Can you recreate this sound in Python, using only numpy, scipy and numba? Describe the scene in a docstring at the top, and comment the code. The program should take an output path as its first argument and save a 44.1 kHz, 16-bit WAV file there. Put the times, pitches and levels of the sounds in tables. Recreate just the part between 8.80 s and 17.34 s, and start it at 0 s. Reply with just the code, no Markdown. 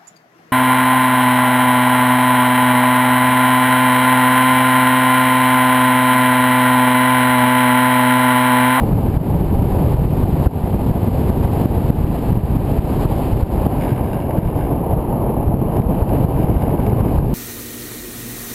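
"""A low buffeting, a roar and a hiss: air streams over the one microphone of a small camera on a gliding model aircraft.
All three are coloured noise, driven by one curve of gusts. Strong eddies thump the port as paired swings of pressure
and make the gain control duck. Later a control servo chatters through the airframe, as scrapes that ring its case.
The camera samples slowly and repeats each sample, so the roar is mirrored as a high hiss."""
import sys
import numpy as np
from scipy import signal
from scipy.fft import rfft, irfft, next_fast_len
from scipy.io import wavfile
from scipy.ndimage import uniform_filter1d, map_coordinates
from numba import njit

SR = 44100
rng = np.random.default_rng(int(sys.argv[2]) if len(sys.argv) > 2 else 0)


def unload_audio(sound):
    """Save the sound as a 16-bit wav file, at the path given as the first command line argument."""
    columns = np.transpose(np.atleast_2d(sound))
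    # keep every value between -1 and 1, then stretch to whole-number steps
    steps = np.round(np.clip(columns, -1, 1) * 32767)
    wavfile.write(sys.argv[1], SR, steps.astype(np.int16))


def volts_from_decibels(level):
    """Turn decibel levels (scalar or array-like) into linear amplitude factors."""
    exponent = np.asarray(level, float) / 20
    return 10 ** exponent


N = 376613

# strength of the airflow: [start_s, roar_db]
GUST_STRENGTH = [(0, -24), (0.61, -26.5), (0.92, -24), (1.3, -25.5), (1.62, -23.5), (1.95, -27),
                 (2.74, -22.5), (3.05, -27), (3.36, -25), (3.66, -28), (4.27, -22), (4.58, -26.5),
                 (4.95, -21.5), (5.49, -24.5), (6.2, -22), (7.0, -24), (7.32, -21.5), (7.8, -23),
                 (8.24, -21.5), (8.54, -28)]
# slow change of colour: [start_s, buffet_db before the gusts act on it, treble_loss_db]
AIR_COLOUR = [(0, -15, 2), (1.2, -14.5, 0), (4.6, -16, -0.5), (5.0, -18.5, 5.5), (5.5, -19, 10),
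              (6.1, -19.5, 10), (6.7, -17, 11.5), (7.3, -14.5, 6), (7.9, -15.5, 9.5), (8.25, -15, 5.5),
              (8.54, -13, 2)]
# shape of the low buffeting's spectrum: [pitch_hz, level_db per Hz]
BUFFET_SPECTRUM = [(11, -32), (18, -10), (48, 0.5), (91, -0.5), (142, -0.5), (400, -14.5), (520, -23.5),
                   (880, -120)]
# shape of the roar's spectrum: [pitch_hz, level_db per Hz]
ROAR_SPECTRUM = [(150, -22), (250, -3.5), (459, -6), (823, -8.5), (986, -13), (1340, -30.5), (1500, -38),
                 (1950, -52.5), (3300, -120)]
# shape of the hiss's spectrum: [pitch_hz, level_db per Hz]
HISS_SPECTRUM = [(710, -29), (1200, -4.5), (1320, -11.5), (1560, -10.5), (1960, -13.5), (2120, -13.5),
                 (2510, -13.5), (3120, -16), (4060, -58), (6860, -120)]
# shape of the spectrum of the highest, finest hiss: [pitch_hz, level_db per Hz]
FIZZ_SPECTRUM = [(1970, -31), (3350, -1.5), (4020, -2.5), (4870, -5), (5440, -11), (5950, -17.5),
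                 (7740, -55), (13100, -120)]
# strong eddies striking the port: [middle_s, peak_db before the gain control, swing_hz]
STRONG_EDDIES = [(0.371, 0.5, 104), (0.611, -4, 156), (1.145, -1, 105), (1.2549, -1, 122),
                 (1.4398, -0.5, 114), (1.6713, 8.5, 95), (2.1102, -3, 95), (2.2844, -2.5, 161),
                 (2.5017, -1, 138), (2.858, 0.5, 199), (3.1037, 4.5, 178), (3.2432, -3.5, 90),
                 (3.5291, -0.5, 133), (3.5738, 0.5, 146), (3.768, -2, 122), (3.991, -2, 105),
                 (4.258, -0.5, 110), (4.532, -3, 83), (4.6329, 0.5, 74), (4.868, 1, 172),
                 (5.5865, 0.5, 140), (6.6803, -3, 83), (6.742, -1, 182), (7.0009, 0.4, 148),
                 (7.2246, -2, 75), (7.4479, 0, 142), (7.644, -2, 124), (8.0799, -7.5, 165),
                 (8.2078, -1, 109.5), (8.386, -2, 70.4)]
# servo at work: [start_s, length_s, relative chatter_db]
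SERVO_BOUTS = [(5, 0.16, -40), (5.2, 0.24, -46), (5.576, 0.095, -45), (5.765, 0.066, -42.5),
               (6.927, 0.045, -48.5), (7.12, .3, -58), (7.58, .3, -45.5), (7.9, 0.47, -49.5)]
# single servo twitches: [start_s, relative strength_db]
SERVO_TWITCHES = [(5.3305, -28), (5.401, -34.5), (5.5077, -28.5), (6.9656, -33), (7.0167, -30),
                  (7.291, -27.5), (7.5637, -35), (7.63, -38), (7.6979, -38), (7.821, -31), (7.9019, -35),
                  (7.999, -36), (8.064, -28), (8.095, -31), (8.2826, -33)]
# resonances of gear case and skin: [pitch_hz, width_hz, relative level_db]
CASE_MODES = [(1570, 180, 4.5), (2270, 230, 1), (2810, 240, -1.5), (3800, 400, -13), (4950, 450, -12)]
# how the flicker between the channels compares with the sound: [pitch_hz, level_db]
FLICKER_LEVEL = [(100, -32.5), (300, -33), (700, -39), (1500, -18), (3000, -12.5), (6000, -3.5),
                 (8000, -9.5), (10000, -21), (13000, -34)]


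def unit(x):
    """Scales a sound to rms 1."""
    return x / np.sqrt(np.mean(x ** 2) + 1e-20)


def curves(rows):
    """Draws straight lines between table rows: one curve for each column after the time."""
    times, *columns = np.transpose(rows)
    return [np.interp(np.arange(N) / SR, times, column) for column in columns]


def wobble(rate):
    """A smooth random curve through a given number of random points a second."""
    points = rng.standard_normal(int(N * rate / SR) + 4)
    return map_coordinates(points, [np.arange(N) * rate / SR])


def filtered(x, response):
    """Shapes a sound by multiplying its spectrum with a response to frequency."""
    size = next_fast_len(N + 8192)  # spare room, so that ringing does not wrap around
    return irfft(rfft(x, size) * response(np.fft.rfftfreq(size, 1 / SR)), size)[:N]


def rush(spectrum, lumps_db):
    """Rushing air: noise of rms 1, its size stirred by turbulence before it takes its colour."""
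    pitch_hz, level_db = np.transpose(spectrum)

    def colour(hz):
        return volts_from_decibels(np.interp(np.log(hz + 1), np.log(pitch_hz + 1), level_db))

    return unit(filtered(volts_from_decibels(lumps_db) * rng.standard_normal(N), colour))


def airflow():
    """One gust strength drives all layers; passing eddies swell them together; each also flutters on its own."""
    buffet_follows = 0.4  # share of the gusts' swing in the buffet
    hiss_dulls = 0.61  # share of the treble loss in the hiss
    roar_db, = curves(GUST_STRENGTH)
    buffet_db, dull_db = curves(AIR_COLOUR)
    buffet_db = buffet_db + buffet_follows * (roar_db - roar_db.mean())
    hiss_db = roar_db - 18 - hiss_dulls * dull_db
    fizz_db = roar_db - 27.5 - dull_db

    eddies, ripple = wobble(38), wobble(110)
    swings, cover, ahead_db = thumps()
    buffet = rush(BUFFET_SPECTRUM, 1.2 * eddies + 2.0 * wobble(90))
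    buffet = buffet * volts_from_decibels(-12 * cover)  # a covered port catches less of it
    roar = rush(ROAR_SPECTRUM, 0.76 * eddies + 1.36 * ripple + 0.59 * wobble(60))
    hiss = rush(HISS_SPECTRUM, 0.77 * eddies + 0.36 * ripple + 1.0 * wobble(200))
    fizz = rush(FIZZ_SPECTRUM, 0.73 * eddies + 0.58 * ripple + 0.55 * wobble(250))

    low = swings + volts_from_decibels(buffet_db) * buffet
    middle = volts_from_decibels(roar_db + 0.29 * ahead_db) * roar
    high = volts_from_decibels(0.34 * ahead_db) * (volts_from_decibels(hiss_db) * hiss + volts_from_decibels(fizz_db) * fizz)
    return low + middle + high


def thumps():
    """Each eddy sucks at the port, then pushes, and covers it meanwhile; the air quickens ahead of strong ones."""
    suck_share = 0.62  # first swing as a share of the second
    weak_count, weak_db, weak_hz = 8, -5, 95  # weaker eddies: strongest level, middling swing
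    swings, cover, ahead_db = np.zeros((3, N))
    t = np.arange(N) / SR
    weak = [(when * N / SR, weak_db - 2.5 * softer, weak_hz * (0.75 + 0.6 * faster))
            for when, softer, faster in rng.random((weak_count, 3))]
    for middle_s, peak_db, swing_hz in STRONG_EDDIES + weak:
        near = slice(max(int((middle_s - 0.03) * SR), 0), int((middle_s + 0.03) * SR))
        u = (t[near] - middle_s) * 4 * swing_hz  # the two peaks lie at -1 and 1
        swing = np.abs(u) * np.exp((1 - u ** 4) / 4)
        swings[near] += volts_from_decibels(peak_db) * swing * np.where(u < 0, -suck_share, 1)
        cover[near] = np.maximum(cover[near], np.exp(-(u / 1.96) ** 4))
        build_up = np.exp(np.minimum(t - middle_s, 0) / 0.071) * (t < middle_s)
        ahead_db += max(peak_db + 5.5, 0) * build_up
    return swings, cover, ahead_db


def scrape(attack_s, t60_s):
    """The loudness of one gear scrape: a quick rise, then a fade of 60 dB in t60_s."""
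    t = np.arange(SR // 12) / SR
    return (1 - np.exp(-t / attack_s)) * volts_from_decibels(-60 * t / t60_s)


def case(hz):
    """The gear case and skin ring at several pitches, with alternating sign, and pass little very high treble."""
    ringing = 0
    for k, (centre, width, level_db) in enumerate(CASE_MODES):
        mode = 1j * hz * width / (centre * centre - hz * hz + 1j * hz * width)
        ringing = ringing + (-1) ** k * volts_from_decibels(level_db) * mode
    return ringing / (1 + (hz / 5600) ** 16)


def servo():
    """Every drive pulse jerks the gears: a short scrape that rings the case. A bout rises fast and fades slower."""
    frame_hz = 72.5  # the receiver drives the servo once a frame
    rise_db_per_s, fade_db_per_s = 301, 150
    frames = np.arange(int(N / SR * frame_hz)) / frame_hz
    bouts_db = []
    for start_s, length_s, level_db in SERVO_BOUTS:
        early_s = np.maximum(start_s - frames, 0)
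        late_s = np.maximum(frames - start_s - length_s, 0)
        bouts_db.append(level_db - rise_db_per_s * early_s - fade_db_per_s * late_s)
    chatter_db = np.max(bouts_db, axis=0)

    luck = rng.standard_normal((len(frames), 2))  # uneven timing and uneven strength
    at = np.clip((frames + 0.0014 * luck[:, 0]) * SR, 0, N - 1).astype(int)
    kicks = np.zeros(N)
    kicks[at] = volts_from_decibels(chatter_db + 1.6 * luck[:, 1])
    shape = volts_from_decibels(6) * signal.fftconvolve(kicks, scrape(attack_s=0.0014, t60_s=0.047))[:N]
    twitch = scrape(attack_s=0.0008, t60_s=0.017)
    for start_s, strength_db in SERVO_TWITCHES:
        shape[int(start_s * SR):][:len(twitch)] += volts_from_decibels(strength_db) * twitch
    noise = rng.standard_normal(N)
    return filtered(shape * noise, case) / np.std(filtered(noise, case))


def scene():
    """One microphone feeds both channels."""
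    mono = airflow() + servo()
    return np.array([mono, mono])


@njit
def follow(level_db, ceiling_db, fall_db, climb_db, ease):
    """Gain in dB: sinks while the output is over the ceiling, else climbs back, faster from a deep duck."""
    gain = np.zeros(len(level_db))
    for i in range(1, len(gain)):
        if level_db[i] + gain[i - 1] > ceiling_db:
            gain[i] = gain[i - 1] - fall_db
        else:
            gain[i] = min(gain[i - 1] * (1 - ease) + climb_db, 0.0)
    return gain


def gain_control(x, ceiling_db, fall_db_per_ms, climb_db_per_s, ease_s, tick_s):
    """The longer a peak stays over the ceiling, the deeper the duck; the gain moves in small steps."""
    level_db = 20 * np.log10(np.abs(x) + 1e-6)
    fall_db = fall_db_per_ms * 1000 / SR  # per sample, as is the climb
    gain_db = follow(level_db, ceiling_db, fall_db, climb_db_per_s / SR, 1 / (ease_s * SR))
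    tick = max(int(tick_s * SR), 1)
    steps = gain_db[np.arange(N) // tick * tick]
    return x * volts_from_decibels(uniform_filter1d(steps, size=13)), gain_db


def held(x):
    """Sampled at 12000 Hz, every sample repeated: the staircase mirrors the bass around that rate."""
    repeats = 4
    x = filtered(x, lambda hz: 1 / (1 + (hz / 5930) ** 120))  # the converter closes just under half its rate
    slow = signal.resample_poly(x, 40, 147)  # 44100 Hz to 12000 Hz
    return signal.resample_poly(np.repeat(slow, repeats), 147, 40 * repeats)[:N]


def flicker(x, gain_db, threshold, per_duck_db):
    """Faint noise flickers between the channels in short patches, more as the gain sinks, sized by the sound."""
    hz, t, z = signal.stft(x, SR, nperseg=2048)
    at = (t * SR).astype(int)
    before_db = gain_db[np.clip(at - 700, 0, N - 1)]
    after_db = gain_db[np.clip(at + 700, 0, N - 1)]
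    bands = np.digitize(hz, [300, 1100, 2500, 4300, 5600, 8300, 10400])
    luck = (rng.random((8, len(t))) + rng.random(len(t))) / 2  # partly shared by the 8 bands
    patches = (luck < threshold + per_duck_db * (before_db - after_db))[bands]
    pitch_hz, level_db = np.transpose(FLICKER_LEVEL)
    gain = volts_from_decibels(np.interp(np.log(hz + 1), np.log(pitch_hz), level_db))
    turn = np.exp(2j * np.pi * rng.random(z.shape))  # random phases make it noise
    return signal.istft(np.abs(z) * gain[:, None] * patches * turn, SR, nperseg=2048)[1][:N]


def low_pass(x):
    """Removes everything above the highest recorded frequency."""
    return signal.sosfilt(signal.butter(12, 15710, fs=SR, output="sos"), x)


def record(dry):
    """Gain control, soft overload, slow sampling with repeated samples, a band limit and the channel flicker."""
    mono, gain_db = gain_control(dry[0], ceiling_db=-7.0, fall_db_per_ms=2.5, climb_db_per_s=43,
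                                 ease_s=0.15, tick_s=0.0007)
    rounded = mono / (1 + np.abs(mono / 0.92) ** 6) ** (1 / 6)  # peaks bend toward 0.92
    mono = filtered(held(rounded), lambda hz: 1 / (1 + (hz / 15400) ** 150))
    side = flicker(mono, gain_db, threshold=0.24, per_duck_db=0.091)
    return low_pass(np.array([mono + side, mono - side]))


dry = scene()
out = record(dry)
unload_audio(out)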